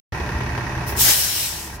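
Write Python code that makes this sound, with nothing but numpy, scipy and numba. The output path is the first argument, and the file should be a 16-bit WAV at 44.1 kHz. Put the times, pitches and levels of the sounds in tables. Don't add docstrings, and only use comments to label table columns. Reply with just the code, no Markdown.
import sys
import numpy as np
from scipy.fft import rfft, irfft
from scipy.io import wavfile
from scipy.ndimage import uniform_filter1d
from numba import njit

SR = 44100
rng = np.random.default_rng(int(sys.argv[2]) if len(sys.argv) > 2 else 0)


def digitize_waveform(pressure):
    field = np.atleast_2d(pressure).T
    bounded = np.clip(field, -1, 1)
    quanta = np.round(bounded * 32767).astype(np.int16)
    wavfile.write(sys.argv[1], SR, quanta)


N = 79380
FIRING_HZ = 34.82
TOP_HZ = 15800


def undb(db):
    return 10 ** (np.asarray(db) / 20)


def unit(x):
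    return x / np.sqrt(np.mean(x ** 2))


def clock():
    return np.arange(N) / SR


def pitches():
    return np.maximum(np.arange(N // 2 + 1) * SR / N, 1)


def colour(points):
    hz, db = np.array(points).T
    return undb(np.interp(np.log(pitches()), np.log(hz), db))


def level_curve(points, before=None):
    return np.interp(clock(), *np.array(points).T, left=before)


def resonance(hz, width_hz):
    return 1 / np.hypot(1, (pitches() ** 2 - hz ** 2) / (pitches() * width_hz))


def filtered(x, gain):
    return irfft(rfft(x) * gain, N)


def wander(rate_hz):
    return unit(filtered(rng.standard_normal(N), 1 / (1 + (pitches() / rate_hz) ** 4)))


def noise(gain, alike_below_hz=1060):
    shared, apart = rfft(rng.standard_normal((2, N)))
    alike = .97 / (1 + (pitches() / alike_below_hz) ** 2)
    shared, apart = shared * np.sqrt(1 + alike), apart * np.sqrt(1 - alike)
    return unit(irfft(np.array([shared + apart, shared - apart]) * gain, N))


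def tone(hz, db, waver_db=1):
    phase = 2 * np.pi * (hz * clock() + rng.random()) + 0.47 * wander(3)
    return undb(db) * unit(np.sin(phase) * undb(waver_db * wander(11.6)))


# pitch_hz, relative_db
STREET_COLOUR = [(20, -27), (40, -3), (56, 4), (85, 1), (130, -2.5), (190, -2), (270, -9.5), (520, -16.5),
                 (1000, -12.5), (2500, -25), (8000, -53)]
def street(level_db=-29):
    return undb(level_db + 0.27 * wander(9)) * noise(colour(STREET_COLOUR))


# time_s, level_db
DRONE_LEVELS = [(.12, -54), (.25, -36), (.46, -30.5), (.89, -30.5), (.96, -37.5), (1.08, -28), (1.22, -44)]
def drone():
    return tone(hz=124.4, db=level_curve(DRONE_LEVELS), waver_db=2.4)


# pitch_hz, level_db
BELT_TONES = [(334, -46.5), (597.5, -46.5), (862, -46.5), (894, -53), (947.5, -52.5), (1916, -46)]
def belt_whine():
    return sum(tone(hz, db) for hz, db in BELT_TONES)


def belt_squeak(level_db=-59.5, pulse_hz=14):
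    rub = unit(1 + np.sin(2 * np.pi * pulse_hz * clock()))
    return undb(level_db) * rub * noise(resonance(hz=10580, width_hz=79) ** 2)


# time_s, level_db
THROB_LEVELS = [(.13, -61), (.22, -25), (.30, -49), (.365, -23.5), (.45, -49), (.515, -24.5), (.58, -49),
                (.73, -45), (.83, -38), (.93, -31), (1.06, -31.5), (1.4, -34.5), (1.75, -31)]
def exhaust_throb():
    return tone(2 * FIRING_HZ, level_curve(THROB_LEVELS), waver_db=-0.2)


# times_firing_rate, level_db
HUM_TONES = [(1, -55), (3, -41), (4, -46), (10, -49), (12, -47), (20, -52.5), (40, -49)]
def engine_hum():
    return sum(tone(multiple * FIRING_HZ, db) for multiple, db in HUM_TONES)


def firings(first_s=0.004, jitter_s=0.00077, scatter_db=2.54, fade_s=.011):
    t, pulses = clock(), np.zeros(N)
    for k, (late, strong) in enumerate(rng.standard_normal(size=(70, 2))):
        age = t - first_s - k / FIRING_HZ - jitter_s * late
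        pulses += (age > 0) * np.exp(-np.abs(age) / fade_s) * undb(scatter_db * strong)
    return unit(pulses + .6)


# pitch_hz, relative_db
BAY_COLOUR = [(1000, -10.5), (2600, 11.5), (3300, 2.5), (6000, 3.5), (7300, -7.5), (9500, -8), (13000, -9),
              (16000, -20)]
def bay_hiss(pulses, level_db=-40.5):
    return undb(level_db) * unit(pulses ** .35) * noise(colour(BAY_COLOUR))


# pitch_hz, width_hz (before narrowing), relative_db
BLOCK_RINGS = [(328, 29, 3), (436, 120, -8.5), (720, 71, -4), (933, 310, -1), (1040, 40, -5.5),
               (1610, 176, -3), (1844, 210, -1), (2270, 230, -9.5), (2546, 77, -4)]
def block_clatter(pulses, level_db=-31.5, narrowing=0.91):
    rings = [undb(db) * resonance(hz, narrowing * width) ** 2 for hz, width, db in BLOCK_RINGS]
    block = np.sqrt(sum(ring ** 2 for ring in rings))
    return undb(level_db) * pulses * noise(block)


# start_s, level_db
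KNOCKS = [(.201, -26), (0.29, -27.5), (.408, -24), (0.578, -26.5), (.773, -32), (0.892, -25.5),
          (.923, -27.5), (0.976, -28)]
# pitch_hz, relative_db
KNOCK_COLOUR = [(200, -34), (400, 4.5), (600, -16), (920, 1), (1250, -21), (2000, -10.5), (3500, -20),
                (9000, -45)]
def hard_knocks(fade_s=0.012):
    t = clock()
    blows = sum(undb(db) * (t > start) * np.exp(-np.abs(t - start) / fade_s) for start, db in KNOCKS)
    return blows * noise(colour(KNOCK_COLOUR))


def engine(right_delay_s=.00005):
    pulses = firings()
    noises = block_clatter(pulses) + bay_hiss(pulses) + belt_squeak() + hard_knocks()
    tones = engine_hum() + exhaust_throb() + belt_whine() + drone()
    left, right = noises + tones
    delay = np.exp(-2j * np.pi * pitches() * right_delay_s)
    return np.array([left, filtered(right, delay)])


# pitch_hz, relative_db
SPIT_COLOUR = [(1500, -24), (4000, -8.5), (5500, 0), (7300, -9), (9500, -1), (12500, 0.5), (16000, 0)]
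def valve_spit(start_s=0.858, rise_s=0.027, hold_s=0.016, fade_s=0.029, level_db=-28):
    age = clock() - start_s
    opening = np.clip(age / rise_s, 0, 1)
    closing = np.exp(-np.maximum(age - rise_s - hold_s, 0) / fade_s)
    return undb(level_db) * opening * closing * noise(colour(SPIT_COLOUR))


# pitch_hz, relative_db
ROAR_COLOUR = [(100, 6), (300, 1), (520, 0), (800, 7.5), (1250, -1.5), (1650, 8), (2800, -5), (5000, 3.5),
               (10000, -21)]
def air_roar(peak_s=1.0865, rise_s=0.032, fade_s=0.098, level_db=-13.5):
    from_peak = clock() - peak_s
    rise = np.exp(-(np.minimum(from_peak, 0) / rise_s) ** 2 / 2)
    fade = np.exp(-np.maximum(from_peak, 0) / fade_s)
    return undb(level_db) * rise * fade * noise(colour(ROAR_COLOUR))


def swirl(hiss, band_hz=506, rate_hz=9.7, depth_db=1.73):
    place = pitches() / band_hz
    bands = (np.maximum(1 - np.abs(place - k), 0) for k in range(int(TOP_HZ / band_hz) + 2))
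    return sum(filtered(hiss, band) * undb(depth_db * wander(rate_hz)) for band in bands)


# pitch_hz, relative_db
JET_COLOUR = [(200, -19), (700, -14), (1300, -10.5), (1700, -3), (2050, -6.5), (2800, -1), (4300, -2.5),
              (5000, 0), (6000, 0), (7000, -4), (8200, 1.5), (9600, -1), (12000, 3), (14000, 1),
              (15600, -1)]
# time_s, level_db
AIR_FLOW = [(.953, -47), (.972, -24.5), (1.012, -9.5), (1.05, -6), (1.105, -2), (1.19, -7), (1.31, -9.5),
            (1.455, -9.5), (1.495, -15), (1.65, -21), (1.735, -29), (1.762, -28), (1.795, -47)]
def air_jet(open_s=1.0, fill_s=0.047, flash_s=1.2, closing_s=1.53, dulling_db_per_s=11):
    t = clock()
    age = np.maximum(t - open_s, 0)
    air = swirl(noise(colour(JET_COLOUR)))
    lows = filtered(air, 1 / (1 + (pitches() / 2670) ** 4))
    mids = filtered(air, resonance(hz=3940, width_hz=1900) ** 2)
    highs = filtered(air, 1 / (1 + (10800 / pitches()) ** 10))
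    lows_db = -15 * np.exp(-age / fill_s)
    mids_db = -1.5 * np.clip((t - closing_s) / 0.028, 0, 1)
    flash_db = np.exp(-((t - flash_s) / 0.019) ** 2)
    highs_db = flash_db - dulling_db_per_s * age
    for band, db in [(lows, lows_db), (mids, mids_db), (highs, highs_db)]:
        air = air + band * (undb(db) - 1)
    return undb(level_curve(AIR_FLOW, before=-120)) * air


def close_echoes(sound, count=14, spread_s=.012, strength=0.42):
    sides = []
    for side in sound:
        delays, sizes = rng.random(size=count) * spread_s, rng.standard_normal(size=count)
        echoes = (sizes / np.linalg.norm(sizes)) @ np.exp(-2j * np.pi * np.outer(delays, pitches()))
        sides.append(filtered(side, 1 + strength * echoes))
    return np.array(sides) / np.hypot(1, strength)


def air_brake(crackle_db=1.6, crackle_hz=2450, flutter_db=0.45, flutter_hz=27):
    spit, roar = valve_spit(), air_roar()
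    crackle = np.array([unit(undb(crackle_db * wander(crackle_hz))) for _ in range(2)])
    flutter = undb(flutter_db * wander(flutter_hz))
    return close_echoes((spit + air_jet() + roar) * crackle * flutter)


def scene(start_s=.1225):
    return (engine() + street() + air_brake()) * (clock() > start_s)


@njit
def follow(power, rise_s, fall_s):
    out, level = np.empty(len(power)), 0.
    for i in range(len(power)):
        level += (power[i] - level) / (SR * (rise_s if power[i] > level else fall_s))
        out[i] = level
    return out


def volume_control(x, threshold_db=-19, ratio=3.29):
    power = uniform_filter1d(np.mean(x ** 2, axis=0), size=256)
    loudness = np.sqrt(np.abs(follow(power, rise_s=0.05, fall_s=3.1)))
    excess = np.maximum(loudness / undb(threshold_db), 1)
    return x * excess ** (1 / ratio - 1)


# pitch_hz, left_minus_right_db
MIC_BALANCE = [(100, 0), (400, -1.5), (800, -1.9), (2000, -3.5), (2700, -1.5), (3400, 4.5), (4300, 5),
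               (6200, 9.5), (7400, 5), (8400, -1), (9700, -4.5), (11200, -6), (13000, 6), (15500, -4)]
def record(dry):
    tilt = np.sqrt(colour(MIC_BALANCE))
    x = filtered(dry, unit(np.array([tilt, 1 / tilt])))
    x = volume_control(x)
    x = x / (1 + x ** 4) ** .25
    return filtered(x, 1 / np.hypot(1, (pitches() / TOP_HZ) ** 200))


dry = scene()
out = record(dry)
digitize_waveform(out)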